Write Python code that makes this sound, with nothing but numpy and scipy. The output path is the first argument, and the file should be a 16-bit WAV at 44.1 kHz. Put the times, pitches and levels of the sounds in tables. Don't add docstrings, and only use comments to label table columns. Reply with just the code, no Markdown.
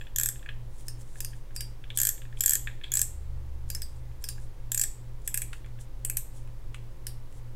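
import sys
import numpy as np
from scipy import signal
from scipy.fft import rfft, irfft
from scipy.io import wavfile
from scipy.ndimage import uniform_filter1d

SR = 44100
rng = np.random.default_rng(int(sys.argv[2]) if len(sys.argv) > 2 else 0)


def convert_level_to_amplitude(level_db):
    exponent = np.asarray(level_db, float) / 20
    return 10 ** exponent


def bounce(signal):
    frames = np.transpose(np.atleast_2d(signal))
    limited = np.clip(frames, -1, 1)
    pcm = np.round(limited * 32767).astype(np.int16)
    wavfile.write(sys.argv[1], SR, pcm)


N = 333307

# start in seconds, peak in dB, then the ring of rim, skirt and lip in dB.
CLICKS = [(0.8822, -25, -58, -46, -34), (1.2038, -21.5, -50, -56, -39), (1.2465, -20.5, -48, -50, -42),
          (1.562, -22, -36.5, -71, -32), (1.6061, -22, -37, -69, -32), (3.701, -21, -42.5, -50, -42),
          (3.7483, -20.5, -56, -44, -44), (3.8188, -21.5, -45, -47, -38), (4.24, -22.5, -46, -45.5, -33),
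          (4.287, -22, -42, -45.5, -29), (7.0672, -22.5, -49.5, -68, -33)]
# frequency in Hz, level in dB.
SKIN_COLOUR = [(3000, -6), (5000, -7), (7500, 2), (9500, 1), (12500, -11), (16000, -16)]


def evened(x):
    return x / np.sqrt(np.mean(x ** 2) + 1e-20)


def peaked(x):
    return x / (abs(x).max() + 1e-20)


def read(points, hz):
    f, value = np.transpose(points)
    return np.interp(np.log(hz + 1), np.log(f + 1), value)


def add(mix, s, sound):
    part = mix[..., round(s * SR):][..., :sound.shape[-1]]
    part += sound[..., :part.shape[-1]]


def noise(length, spectrum):
    hz = np.fft.rfftfreq(length, 1 / SR)
    inside = (hz > spectrum[0][0]) & (hz < 1.1 * spectrum[-1][0])
    white = rfft(rng.standard_normal(length))
    return evened(irfft(white * convert_level_to_amplitude(read(spectrum, hz)) * inside, length))


def ring(hz, t60, rise=0.00071):
    t = np.arange(int((0.05 + t60) * SR)) / SR
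    return np.sin(2 * np.pi * hz * t) * convert_level_to_amplitude(-60 * t / t60) * (1 - np.exp(-t / rise))


def snap(spectrum, t60):
    t = np.arange(2048) / SR
    return noise(len(t), spectrum) * convert_level_to_amplitude(-60 * t / t60) * (1 - np.exp(-t / 0.00043))


def cluster(hz, spread, t60):
    detune = 1 + spread * (np.linspace(-1.5, 1.5, 10) + rng.uniform(-0.15, 0.15, 10))
    share = rng.uniform(-0.5, 1, 10) * np.hanning(14)[2:-2]
    life = rng.uniform(0.32, 1, 10)
    modes = [a * ring(hz * d, t60 * k)[:2048] for d, a, k in zip(detune, share, life)]
    return peaked(sum(modes))


def knock(low_db, wide_db, high_db):
    # frequency in Hz, t60 in seconds.
    housing = [(1690, 0.04), (2500, 0.025), (3350, 0.026)]
    # frequency in Hz, level in dB.
    clack = [(800, -23), (1300, -22.5), (1700, -5), (2400, 5.5), (3400, -7), (4300, -11), (5500, -33.5)]
    levels_db = low_db, wide_db - 3.5, high_db
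    tones = sum(convert_level_to_amplitude(db) * cluster(hz, 0.046, t60) for db, (hz, t60) in zip(levels_db, housing))
    return tones + convert_level_to_amplitude(wide_db) * peaked(snap(clack, 0.02))


def both(sound):
    blurred = sound * convert_level_to_amplitude(-60 * np.arange(len(sound)) / (0.009 * SR))
    return np.array([sound, blurred * np.linalg.norm(sound) / np.linalg.norm(blurred)])


def hum():
    # frequency in Hz, rms level in dB.
    lines = [(11.91, -38), (43.3, -52), (116.96, -49), (119.87, -50), (351.02, -74), (526.6, -70)]
    # time in seconds, pitch in Hz, level in dB.
    engine_path = [
        (2.37, 74.3, -75),
        (2.96, 70.8, -54),
        (3.14, 72.6, -41),
        (3.54, 69, -40),
        (4.17, 64.4, -47),
        (4.3, 64.2, -48.5),
        (4.66, 61.7, -53),
        (4.78, 58, -71),
    ]
    in_step_s = 1.29
    t = np.arange(N) / SR
    motors = sum(convert_level_to_amplitude(db) * np.cos(2 * np.pi * hz * (t - in_step_s)) for hz, db in lines)
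    s, hz, db = np.transpose(engine_path)
    fade = np.interp(t, [s[0] - 0.3, s[0], s[-1], s[-1] + 0.33], [0, 1, 1, 0])
    phase = 2 * np.pi * np.cumsum(np.interp(t, s, hz)) / SR
    engine = fade * convert_level_to_amplitude(np.interp(t, s, db)) * np.sin(phase)
    return np.sqrt(2) * (motors + engine)


def rumble():
    # frequency in Hz, level in dB.
    colour = [(5, -6), (20, 2.5), (32, -8), (44, 0), (55, -10.5), (85, -19), (110, -15.5), (150, -33.5)]
    return convert_level_to_amplitude(-41.5) * noise(N, colour)


def air():
    # frequency in Hz, level in dB per Hz.
    colour = [(76, -26.5), (130, -6), (172, -13), (223, -16.5), (284, -14), (529, -18.5), (687, -23.5),
              (892, -21), (1410, -28), (2070, -29), (2480, -32), (7780, -38), (15700, -40.5)]
    return convert_level_to_amplitude(-57) * noise(N, colour)


def taps():
    # start in seconds, level in dB, high over low resonance in dB.
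    loose_parts = [(0.0118, -39, -2), (0.0682, -46, 3.5), (0.3576, -48.5, 1), (0.394, -49, 10),
                   (0.4279, -44.5, -4.5), (0.4607, -37, -17), (0.4892, -32.5, -4), (1.1566, -46, -15),
                   (1.3324, -47, -8), (1.507, -53.5, -9), (1.8398, -42.5, 5), (1.903, -30.5, 15),
                   (2.178, -51, -1), (2.2182, -45, 3.5), (2.2528, -46.5, -10), (2.3266, -45, -13.5),
                   (2.372, -42, 16.5), (2.6726, -28.5, -4.5), (2.813, -46, -4), (2.837, -34, 22.5),
                   (2.8408, -28, 17), (2.8603, -46.5, 9), (4.1135, -60, -2), (4.3804, -48, -25),
                   (5.6453, -51, 0), (5.7882, -53.5, 2)]
    # start in seconds, clack in dB, tick in dB.
    fingertips = [
        (0.8082, -59, -43),
        (1.0101, -60, -45),
        (5.5305, -30, -39.5),
        (5.661, -47, -52),
        (6.475, -52, -52),
        (6.7445, -32, -39),
        (7.3254, -52.5, -51),
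    ]
    # frequency in Hz, level in dB.
    thud = [(800, -14), (1300, 5), (2500, 9), (4500, -6.5), (6000, -23)]
    clack_db, tick_db = -1, -16.5
    pure = 0.35
    out = np.zeros((2, N))
    for s, db, tilt_db in loose_parts:
        body = knock(-max(tilt_db, 0), clack_db - pure * abs(tilt_db), min(tilt_db, 0))
        tick = convert_level_to_amplitude(tick_db) * peaked(snap(SKIN_COLOUR, 0.012))
        add(out, s, convert_level_to_amplitude(db) * both(body + tick))
    for s, db, touch_tick_db in fingertips:
        body = convert_level_to_amplitude(db) * peaked(snap(thud, 0.019))
        tick = convert_level_to_amplitude(touch_tick_db) * peaked(snap(SKIN_COLOUR, 0.012))
        add(out, s, both(body + tick))
    return out


def knob(notches, spread, wide, wide_db, upper_db, low_db, mid_db, high_db):
    rest_s = 0.2
    jerk_db = 8
    scatter_db = 2
    crack_db, crack_t60_s = -1.5, 0.0017
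    out = np.zeros((2, N))
    first = np.diff([row[0] for row in notches], prepend=-rest_s) > rest_s
    odd = scatter_db * rng.uniform(-1.04, 1, (len(notches), 3))
    for (s, db, cap_hz), jerk, (a, b, c) in zip(notches, jerk_db * first, odd):
        cap = cluster(cap_hz, spread, 0.02)
        cap = cap + convert_level_to_amplitude(upper_db + a) * cluster(12200, 0.64 * spread, 0.017)
        strike = both(peaked(cap + convert_level_to_amplitude(wide_db) * snap(wide, 0.021)))
        crack = convert_level_to_amplitude(crack_db) * peaked(snap(wide, crack_t60_s))
        crack = np.array([crack, 0.8 * crack])
        add(out, s + 0.00082, convert_level_to_amplitude(db) * (strike + crack))
        add(out, s + 0.001, both(knock(low_db + b - 0.4 * jerk, mid_db + c, high_db + c + jerk)))
    return out


def turning():
    # start in seconds, peak in dB, cap resonance in Hz.
    tightening = [(0.16, -15.5, 6900), (0.184, -11, 7320), (0.1972, -15, 7600), (0.211, -15.5, 7160),
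                  (0.2332, -10.5, 7180), (0.2585, -12, 7840), (0.2871, -13.5, 7620), (1.9732, -9, 7680),
                  (1.9863, -11.5, 7270), (2.0002, -12.5, 7300), (2.0147, -9, 7700), (2.0318, -12, 7330),
                  (2.0507, -12, 7740), (2.0698, -10, 7280), (2.0892, -12.5, 7700), (2.4063, -11, 7350),
                  (2.4362, -11.5, 7800), (2.4596, -8, 8040), (2.4784, -17, 7000), (2.4936, -9.5, 7530),
                  (2.5072, -11, 7550), (2.5193, -17.5, 7520), (2.5331, -10.5, 7820), (2.5531, -12.5, 7340)]
    # seconds, peak in dB, cap in Hz.
    firm_grip = [(2.9179, -15, 6900), (2.9369, -12, 7700), (2.9527, -14, 7540), (2.9706, -10.5, 7740),
                 (2.9917, -13.5, 6900), (3.015, -8, 7670), (4.7171, -14.5, 7470), (4.7451, -14.5, 7800),
                 (4.775, -14.5, 7350), (4.7945, -13, 7570), (4.8134, -11, 7670), (4.8362, -15, 7750)]
    # start in seconds, peak in dB, cap resonance in Hz.
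    loosening = [
        (5.2753, -17, 8670),
        (5.342, -14.5, 8510),
        (5.374, -16, 8300),
        (5.4179, -18.5, 8150),
        (6.0482, -15.5, 8600),
        (6.0975, -16.5, 8300),
        (6.169, -14.5, 7920),
    ]
    # frequency in Hz, level in dB.
    tight_snap = [(2500, -35), (4000, -25), (5500, -13), (9500, -10), (14500, -17), (16500, -25.5)]
    # frequency in Hz, level in dB.
    loose_snap = [(2500, -42), (4000, -32), (6000, -12.5), (7000, -9), (10000, -4.5), (14500, -22),
                  (16500, -14.5)]
    out = (knob(tightening, 0.065, tight_snap, wide_db=-9, upper_db=-1, low_db=-34.5, mid_db=-42, high_db=-37.5)
           + knob(firm_grip, 0.068, tight_snap, wide_db=-9, upper_db=-8, low_db=-37, mid_db=-41, high_db=-44.5)
           + knob(loosening[:4], 0.107, loose_snap, wide_db=-4.5, upper_db=-2,
                  low_db=-36.5, mid_db=-36, high_db=-46)
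           + knob(loosening[4:], 0.092, loose_snap, wide_db=0, upper_db=0,
                  low_db=-40, mid_db=-36.5, high_db=-64))
    earlier = cluster(7500, 0.08, 0.008) + 0.7 * cluster(12200, 0.05, 0.011)
    add(out[1], 0, convert_level_to_amplitude(-36.5) * earlier)
    return out


def slides():
    # loudest moment, swell and fade in seconds, level in dB.
    rubs = [(.804, 0.11, .07, -57), (.95, 0.0091, .05, -67), (1.014, 0.038, 0.035, -54),
            (1.08, 0.076, .12, -62.5), (1.31, .01, .03, -62), (1.36, .015, 0.074, -63),
            (1.914, .03, .03, -67), (3.89, .01, 0.09, -63), (3.96, 0.0094, .07, -65),
            (4.43, .1, .06, -61.5), (5.22, 0.011, .015, -65), (5.535, 0.013, 0.081, -56),
            (5.81, 0.022, 0.05, -53), (6.366, 0.046, 0.082, -57.5), (6.75, 0.0049, .03, -64),
            (7.374, .1, .045, -62.5)]
    # moment of letting go and swell in seconds, level in dB.
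    creeps = [
        (.872, .016, -52),
        (1.195, .1, -53.5),
        (1.558, .014, -49),
        (1.965, .018, -43.5),
        (2.398, .035, -49),
        (3.693, .016, -54),
        (4.23, .027, -54),
        (5.268, .028, -51),
    ]
    let_go_s, faint_db = 0.005, -18
    out = np.zeros(N)
    for s, swell, fade, db in rubs + [(s, swell, let_go_s, db) for s, swell, db in creeps]:
        swell, fade = np.clip(swell, 0.003, s), max(fade, 0.003)
        slow, hiss = rng.standard_normal(SR // 3), noise(SR // 3, SKIN_COLOUR)
        t = np.arange(-swell, fade, 1 / SR)[:SR // 3]
        grain = convert_level_to_amplitude(2.2 * evened(uniform_filter1d(slow, size=90)))
        shape = convert_level_to_amplitude(db + faint_db * np.maximum(-t / swell, t / fade))
        shape = shape * signal.windows.tukey(len(t), 0.15)
        add(out, s - swell, shape * evened(grain * hiss)[:len(t)])
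    return out


def spool():
    # frequency in Hz, level in dB.
    clicker = [(1470, -31.5), (2500, -16.5), (3510, -15.5), (4240, -24), (5130, -5), (5380, -1),
               (5770, -13), (8170, -5), (10600, -11.5), (11600, -7), (15400, -15), (16100, -28.5),
               (16500, -43.5)]
    out = np.zeros((2, N))
    for s, db, rim_db, skirt_db, lip_db in CLICKS:
        add(out, s + 0.00046, convert_level_to_amplitude(db) * both(peaked(snap(clicker, 0.016))))
        skirt = convert_level_to_amplitude(skirt_db + 13) * cluster(5200, 0.02, 0.04)
        add(out, s + 0.001, both(convert_level_to_amplitude(-42.5) * knock(-1.2, -11, -25.5) + skirt))
    return out


def spool_ring():
    # frequency in Hz, t60 in seconds, level in dB.
    metal = [(4764, .22, 0), (9300, .12, -8)]
    out = np.zeros(N)
    for s, db, rim_db, skirt_db, lip_db in CLICKS:
        for level_db, (hz, t60, share_db) in zip([rim_db, lip_db], metal):
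            add(out, s + 0.002 * rng.random(), convert_level_to_amplitude(level_db + share_db) * ring(hz, t60, 0.0055))
    return out


def shop(straight, blurred, tail_db=-9):
    # frequency in Hz, t60 in seconds.
    decay = [(1000, 0.12), (2600, 0.46), (7000, 0.38), (12000, 0.31), (16000, 0.2)]
    # delay in seconds, level in dB.
    echoes = [(.0035, -18), (0.011, -16), (0.0152, -21.5)]
    bench_db, bench_t60_s = 1, 0.27
    hz, t, z = signal.stft(rng.standard_normal(SR // 2), SR, nperseg=128)
    tail = signal.istft(z * convert_level_to_amplitude(-60 * t / read(decay, hz)[:, None]), SR, nperseg=128)[1]
    t = np.arange(len(tail)) / SR
    tail *= 1 - np.exp(-t / 0.004)
    tail *= 1 + convert_level_to_amplitude(bench_db - 60 * t / bench_t60_s)
    wet = signal.oaconvolve(blurred, convert_level_to_amplitude(tail_db) * tail / np.linalg.norm(tail))[:N]
    for s, db in echoes:
        add(wet, s, convert_level_to_amplitude(db) * straight)
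    return straight + wet


def scene():
    # frequency in Hz, level in dB.
    apart = [(200, -48), (400, -27), (700, -21), (1300, -25), (2400, -19), (4400, -25), (8000, -21.5),
             (15000, -22)]
    straight, blurred = turning() + spool() + taps()
    middle = shop(straight, blurred) + spool_ring() + slides()
    middle = middle + hum() + rumble() + air()
    hz, t, z = signal.stft(middle, SR, nperseg=256)
    turns = rng.random(z.T.shape).T
    scatter = np.exp(2j * np.pi * turns) * convert_level_to_amplitude(read(apart, hz) - 1.5)[:, None]
    side = signal.istft(z * scatter, SR, nperseg=256)[1][:N]
    return np.array([middle + side, middle - side])


def low_pass(x):
    return signal.sosfilt(signal.butter(12, 16810, fs=SR, output="sos"), x)


def record(dry):
    edge = signal.firwin(255, 15950, window=("kaiser", 7), fs=SR)
    mix = signal.oaconvolve(dry, edge[None], "same", axes=1)
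    return low_pass(mix)


dry = scene()
out = record(dry)
bounce(out)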